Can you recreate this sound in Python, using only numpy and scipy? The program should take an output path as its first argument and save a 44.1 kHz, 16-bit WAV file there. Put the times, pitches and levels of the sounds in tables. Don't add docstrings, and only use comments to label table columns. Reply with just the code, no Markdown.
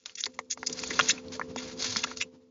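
import sys
import numpy as np
from scipy import signal
from scipy.fft import rfft, irfft
from scipy.io import wavfile

SR = 44100
rng = np.random.default_rng(int(sys.argv[2]) if len(sys.argv) > 2 else 0)


def dump(signal):
    limited = np.clip(np.atleast_2d(signal).T, -1, 1)
    pcm = np.round(limited * 32767).astype(np.int16)
    wavfile.write(sys.argv[1], SR, pcm)


N = 110250
T = np.arange(N) / SR


def feet():
    # (time [s], level [dB], pitch [Hz], t60 [s], crack [dB], hollow tone [dB])
    foot_hits = [(.2645, -26.5, 990, 0.007, -13, 4), (.3895, -25, 1130, 0.013, 4, 10),
                 (.396, -40, 1500, 0.0027, 4, -17), (.574, -32, 974, 0.011, -0.5, -2),
                 (.6293, -26, 1000, 0.011, 2, 4.5), (.8358, -18, 2420, 0.0073, -2, -10),
                 (.9065, -26, 2020, 0.047, 3.5, -5), (.9919, -6.5, 1570, 0.0062, -1.5, -13),
                 (.99745, -7.5, 1520, 0.0093, -3.5, -14), (1.0011, -22, 1640, .0055, -12, -5),
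                 (1.178, -27, 2500, 0.02, -15, -20), (1.3949, -22, 1110, 0.0087, -6, -1.5),
                 (1.4134, -21, 1743, 0.019, -23, 0), (1.5605, -31, 845, 0.018, 10.5, -25),
                 (1.9607, -11, 2240, 0.0049, -3.5, -6.5), (2.043, -18.5, 1330, 0.012, -26, -31),
                 (2.072, -33, 1630, 0.016, -24, -1), (2.1136, -30, 1670, 0.014, -6, -18)]
    # (time [s], level [dB], pitch [Hz], t60 [s], crack [dB], hollow tone [dB])
    claw_hits = [(.0585, -36, 3070, 0.01, 14.5, -45), (.095, -35, 2980, 0.016, -25, -5),
                 (.1532, -29, 5930, 0.026, 1, -18), (.2376, -9, 3690, 0.0072, -22, -31),
                 (.2383, -17, 4800, 0.012, -33, -38), (.257, -15.5, 4480, 0.0063, -3, -11),
                 (.5105, -13.5, 5620, 0.0091, -13.5, -15), (.669, -37.5, 4740, 0.0074, -22, 4),
                 (.6965, -28.5, 3320, 0.008, 1.5, -28), (.7305, -26, 4740, 0.017, -14, -31),
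                 (.7912, -22.5, 4790, 0.0081, -5, 0.5), (.874, -27, 6660, 0.015, -7, -24),
                 (.9977, -2.5, 2710, 0.0059, -20.5, -27), (1.0092, -6.5, 3200, 0.0085, -18.5, -9.5),
                 (1.0866, -5.5, 6480, 0.005, -14, -29.5), (1.0923, -4, 6580, 0.0046, -11.5, -21.5),
                 (1.0966, -11, 2540, 0.012, -14, -13.5), (1.103, -11.5, 3350, 0.0089, -18, -26),
                 (1.1063, -9, 3900, 0.015, -18.5, -40.5), (1.282, -35, 4400, 0.018, -23, -20),
                 (1.9668, -16, 5160, 0.014, 5, -6), (2.0381, -14, 2750, 0.008, 2.5, -10),
                 (2.1712, -23.5, 5600, 0.0089, 5, -27.5), (2.2125, -15.5, 2590, 0.011, -7.5, -30),
                 (2.223, -21, 2650, 0.028, -9, -32)]
    # (frequency [Hz], gain [dB], Q)
    panel_modes = [(480, 8.5, 3.6), (980, 6.5, 0.96), (1722, 0.5, 24), (3460, -2.5, 17)]
    knocks = blows(foot_hits, ring_db=-5.5, crack_t60_s=0.011, rise_s=0.00033, low_cut_ratio=0.42)
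    ticks = blows(claw_hits, ring_db=-3.5, crack_t60_s=0.019, rise_s=0.0001, low_cut_ratio=0.67)
    out = knocks + ticks
    for hz, gain_db, q in panel_modes:
        out = out + (from_db(gain_db) - 1) * resonance(out, hz, q)
    # (frequency [Hz], level [dB])
    floor_spectrum = [(40, -36), (150, -13), (280, -11.5), (450, 6), (620, -20), (900, -34), (3000, -57.5)]
    thud = colour(dying_noise(t60_s=0.15), floor_spectrum)
    return out + from_db(-15.5) * signal.fftconvolve(knocks, thud / np.linalg.norm(thud))[:N]


def blows(hits, ring_db, crack_t60_s, rise_s, low_cut_ratio):
    hollow_hz, hollow_t60_s = 1960, 0.0053
    out, t = np.zeros(N + SR), T[:SR // 10]
    rise = 1 - np.exp(-t / rise_s)
    for start, db, hz, t60, crack_db, hollow_db in hits:
        chatter_noise, crack_noise = rng.standard_normal((2, len(t)))
        ring = from_db(ring_db - 60 * t / t60) * np.sin(2 * np.pi * hz * t)
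        hollow = from_db(hollow_db - 60 * t / hollow_t60_s) * np.sin(2 * np.pi * hollow_hz * t)
        chatter = from_db(-7.5 - 52 * t / t60) * rms_one(resonance(chatter_noise, hz, q=2.7))
        bright_noise = rms_one(top_cut(np.diff(crack_noise, prepend=0) + 1.3 * crack_noise))
        crack = .5 * from_db(crack_db - 60 * t / crack_t60_s) * bright_noise
        low_pass = signal.butter(10, np.clip(hz * 1.25, 2250, 9000), fs=SR, output="sos")
        high_pass = signal.butter(2, hz * low_cut_ratio, "high", fs=SR, output="sos")
        body = signal.sosfilt(low_pass, rise * (ring + hollow + chatter))
        i = int(start * SR)
        out[i:i + len(t)] += from_db(db) * signal.sosfilt(high_pass, body + rise * crack)
    return out[:N]


def scrapes():
    # (start [s], length [s], spine level [dB], board level [dB], spine ring [Hz])
    strokes = [(0.171, 0.036, -39, -48.5, 5600), (0.2016, 0.013, -30.5, -47.5, 6560),
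               (0.22, 0.041, -42, -59, 6200), (0.255, 0.013, -36.5, -44.5, 4230),
               (0.335, 0.02, -53, -65, 3540), (0.498, 0.042, -27.5, -46.5, 6540),
               (0.661, 0.019, -23.5, -48.5, 4940), (0.725, 0.009, -29.5, -64, 4970),
               (0.782, 0.025, -37.5, -54.5, 4750), (0.828, 0.02, -36, -46, 6060),
               (0.901, 0.015, -36, -43.5, 6680), (0.93, 0.015, -46, -44.5, 4450),
               (0.987, 0.017, -36.5, -33, 6160), (1.021, .029, -39, -57.5, 4550),
               (1.072, 0.026, -32, -42, 4900), (1.089, 0.021, -24, -33.5, 6290),
               (1.102, 0.017, -24.5, -32.5, 5300), (1.569, 0.029, -43, -44, 6670),
               (1.821, 0.011, -30, -40, 4070), (1.829, 0.05, -42, -41.5, 3500),
               (1.867, .03, -44, -59, 4530), (1.967, 0.035, -39, -44.5, 4850),
               (2.032, .016, -33.5, -33, 5420), (2.2, 0.032, -30.5, -37, 5670)]
    # (frequency [Hz], level [dB])
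    spine_spectrum = [(800, -56.5), (1500, -31), (3000, -30), (4200, -4.5), (4900, 6.5), (5500, 3.5),
                      (6500, 6), (7200, 4.5)]
    # (frequency [Hz], level [dB])
    board_spectrum = [(300, -32.5), (950, -28), (1500, 0), (2000, 10.5), (2650, -7.5), (3000, -3.5),
                      (3700, 8.5), (5000, -24.5), (7000, -37)]
    # (frequency [Hz], gain [dB])
    board_modes = [(2270, -11), (2700, 17), (3280, 7.5)]
    clicks = grains(per_s=8500, spread_db=0) * flicks()
    spines, board = colour(clicks, spine_spectrum), colour(clicks, board_spectrum)
    board = rms_one(board + sum(from_db(db) * resonance(board, hz, q=24) for hz, db in board_modes))
    out = np.zeros(N)
    for start, length, spine_db, board_db, hz in strokes:
        swell = 1.48 * np.sin(np.pi * np.clip((T - start) / length, 0, 1))
        ringing = rms_one(spines + from_db(7) * resonance(spines, hz, q=42))
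        out += swell * (from_db(spine_db) * ringing + from_db(board_db) * board)
    return out


def flicks(per_s=330, t60_s=0.0076, steady_drag=0.52):
    gaps, sizes = .5 + rng.random((1500, 2)).T
    at = (np.cumsum(gaps) * SR / per_s).astype(int)
    kicks = np.zeros(N)
    kicks[at[at < N]] = sizes[at < N]
    decay = from_db(-60 / (t60_s * SR))
    return rms_one(steady_drag + signal.lfilter([1], [1, -decay], kicks))


def huffs(release_s=0.015, grit_db=-2):
    # (start [s], end [s], attack [s], level [dB], fade [dB/s], low part relative to hiss [dB])
    breaths = [(0.052, 0.12, 0.0034, -54, 91, -2.5), (0.573, 0.667, 0.0073, -57.5, -5, -22),
               (0.69, 0.774, .014, -50.5, 8, -1), (0.765, 0.917, .014, -42.5, 19, -4),
               (0.903, 1.095, .012, -41.5, -22.5, -2.5), (1.115, 1.197, 0.011, -48.5, 119, 6),
               (1.321, 1.353, .006, -41.5, 71, -1.5), (1.583, 1.727, .012, -45, 30.5, 0.5),
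               (1.796, 2.03, 0.039, -32.5, 33, -6.5), (2.06, 2.127, 0.018, -49.5, -4, 3),
               (2.163, 2.205, 0.0071, -45.5, -6, -12.5)]
    # (frequency [Hz], level [dB])
    hiss_spectrum = [(1500, -32.5), (3000, -3.5), (3800, 2.5), (4700, 8), (5500, 1), (6400, 5.5),
                     (7200, -7)]
    # (frequency [Hz], level [dB])
    low_spectrum = [(300, -11), (700, -5), (1200, -6), (1700, -3.5), (2100, -4), (2700, -7.5), (3500, -4.5),
                    (5000, -10.5)]
    hiss_power, low_power = np.zeros((2, N))
    for start, end, attack, db, fade, low_db in breaths:
        rise = .5 + .5 * np.tanh(2 * (T - start) / attack)
        hold = from_db(db - fade * np.clip(T - start, 0, end - start))
        gain = rise * hold * np.exp(-np.maximum(T - end, 0) / release_s)
        hiss_power += gain ** 2
        low_power += (gain * from_db(low_db)) ** 2
    smooth = noise(hiss_spectrum)
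    grit = from_db(grit_db) * colour(grains(per_s=2800, spread_db=5.5), hiss_spectrum)
    air = np.sqrt(hiss_power) * rms_one(smooth + grit) + np.sqrt(low_power) * noise(low_spectrum)
    for hz in (1958, 3360, 4700, 6100):
        waver_db = 1.7 * noise([(15, -11.5), (40, -4), (200, -44)])
        air = air + (from_db(waver_db) - 1) * resonance(air, hz, q=21)
    flutter_db = 1.8 * noise([(60, 10), (200, -2.5), (800, -58.5)])
    return air * from_db(flutter_db)


def bumps(rise_s=0.0044):
    # (time [s], level [dB], pitch [Hz], t60 [s])
    footfalls = [(0.267, -29, 426, 0.037), (0.702, -27, 444, 0.028), (0.72, -39, 235, 0.048),
                 (0.912, -24.5, 326, 0.037), (0.945, -43, 160, 0.3), (1.005, -37, 137.2, 0.097),
                 (1.089, -34.5, 168.5, 0.069), (1.253, -47, 93, 0.41), (1.481, -42.5, 88.5, 0.089),
                 (1.13, -20.5, 268.5, 0.024), (1.353, -27.5, 600, 0.02), (1.563, -31, 249, 0.12),
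                 (1.885, -40, 107.7, 0.27), (1.965, -21.5, 227, 0.042), (2.191, -46.5, 99, 0.14)]
    out = np.zeros(N)
    for start, db, hz, t60 in footfalls:
        t = np.maximum(T - start, 0)
        envelope = from_db(db - 60 * t / t60) * (1 - np.exp(-t / rise_s))
        out += envelope * np.sin(2 * np.pi * hz * t)
    return out


def shuffling(rumble_db=-4.5, waver_db=1.92, wander_rad=0.12):
    # (time [s], level [dB])
    effort_points = [(0, -73), (.14, -68), (.24, -61.5), (.272, -51), (.32, -61.5), (.38, -55.5),
                     (.40, -51.5), (.45, -63.5), (.555, -61), (.58, -49), (.65, -50.5), (.70, -44.5),
                     (1.0, -44), (1.2, -49.5), (1.26, -44.5), (1.6, -45), (1.76, -44), (1.88, -47.5),
                     (2.1, -48.5), (2.26, -54), (2.36, -59), (2.5, -65.5)]
    # (frequency [Hz], level [dB])
    rumble_spectrum = [(25, -32.5), (50, -28), (70, 0), (100, 0.5), (130, -5), (180, 4), (270, 2),
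                       (380, -0.5), (520, -4.5), (700, -13.5), (1000, -11.5), (1500, -21), (3000, -21),
                       (5000, -19.5), (7200, -23.5)]
    box_pitches = [252.6, 440.3, 515]
    # (level [dB], t60 [s])
    box_rings = [(-4, 0.96), (-5, 0.35), (-7.5, 0.22)]
    effort = level_curve(effort_points)
    rumble = from_db(rumble_db) * effort * noise(rumble_spectrum)
    flutter_db = 2.2 * noise([(2, -10.5), (7, -7.5), (16, -0.5), (50, -39.5), (200, -80.5)])
    out = rumble * from_db(flutter_db)
    for hz, (db, t60) in zip(box_pitches, box_rings):
        waver, wander = [noise([(4, -6.5), (12, -6.5), (100, -74)]) for _ in range(2)]
        tone = np.sqrt(2) * from_db(waver_db * waver) * np.sin(2 * np.pi * hz * T + wander_rad * wander)
        energy_decay = from_db(-120 / (t60 * SR))
        stored_energy = signal.lfilter([1 - energy_decay], [1, -energy_decay], effort ** 2)
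        out += from_db(db) * np.sqrt(stored_energy) * tone
    return out


def litter():
    # (time [s], level [dB])
    stir_points = [(0, -62), (.35, -62.5), (.45, -68), (.6, -89.5), (2.15, -63.5), (2.27, -88.5),
                   (2.35, -101), (2.5, -102)]
    crackle = colour(grains(per_s=1500, spread_db=4), [(500, -25.5), (2000, -6), (5000, -1), (7000, -0.5)])
    return level_curve(stir_points) * crackle


def enclosure(x, tail_db=-8):
    # (delay [s], level [dB])
    echoes = [(.0023, -36), (.0042, -15.5), (.0067, -24.5)]
    tail = dying_noise(t60_s=0.044)
    response = from_db(tail_db) * tail / np.linalg.norm(tail)
    response[0] = 1
    for delay, db in echoes:
        response[int(delay * SR)] += from_db(db)
    return signal.fftconvolve(x, response)[:N]


def from_db(db):
    return 10 ** (np.asarray(db) / 20)


def rms_one(x):
    return x / np.sqrt(np.mean(x ** 2) + 1e-20)


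def level_curve(points):
    return from_db(np.interp(T, *np.transpose(points)))


def colour(x, spectrum):
    hz, db = np.transpose(spectrum)
    bins_hz = np.maximum(np.fft.rfftfreq(len(x), 1 / SR), 1)
    gain = from_db(np.interp(np.log(bins_hz), np.log(hz), db))
    return rms_one(irfft(rfft(x) * gain, len(x)))


def noise(spectrum):
    return colour(rng.standard_normal(N), spectrum)


def dying_noise(t60_s):
    t = T[:SR // 5]
    return rng.standard_normal(len(t)) * from_db(-60 * t / t60_s)


def grains(per_s, spread_db):
    sizes = from_db(spread_db * np.minimum(rng.exponential(1, N), 4)) * rng.choice([-1, 1], N)
    return sizes * (rng.random(N) < per_s / SR)


def resonance(x, hz, q):
    return signal.lfilter(*signal.iirpeak(hz, q, fs=SR), x + 1e-18)


def top_cut(x, cutoff_hz=7200):
    return signal.sosfilt(signal.ellip(12, .2, 66, cutoff_hz, fs=SR, output="sos"), x)


def scene():
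    close_sounds = enclosure(feet() + scrapes() + huffs() + litter())
    floor = bumps() + shuffling()
    hiss = from_db(-85.5) * rng.standard_normal(N)
    return (close_sounds + floor + hiss)[None]


def record(dry):
    return top_cut(dry)


dry = scene()
out = record(dry)
dump(out)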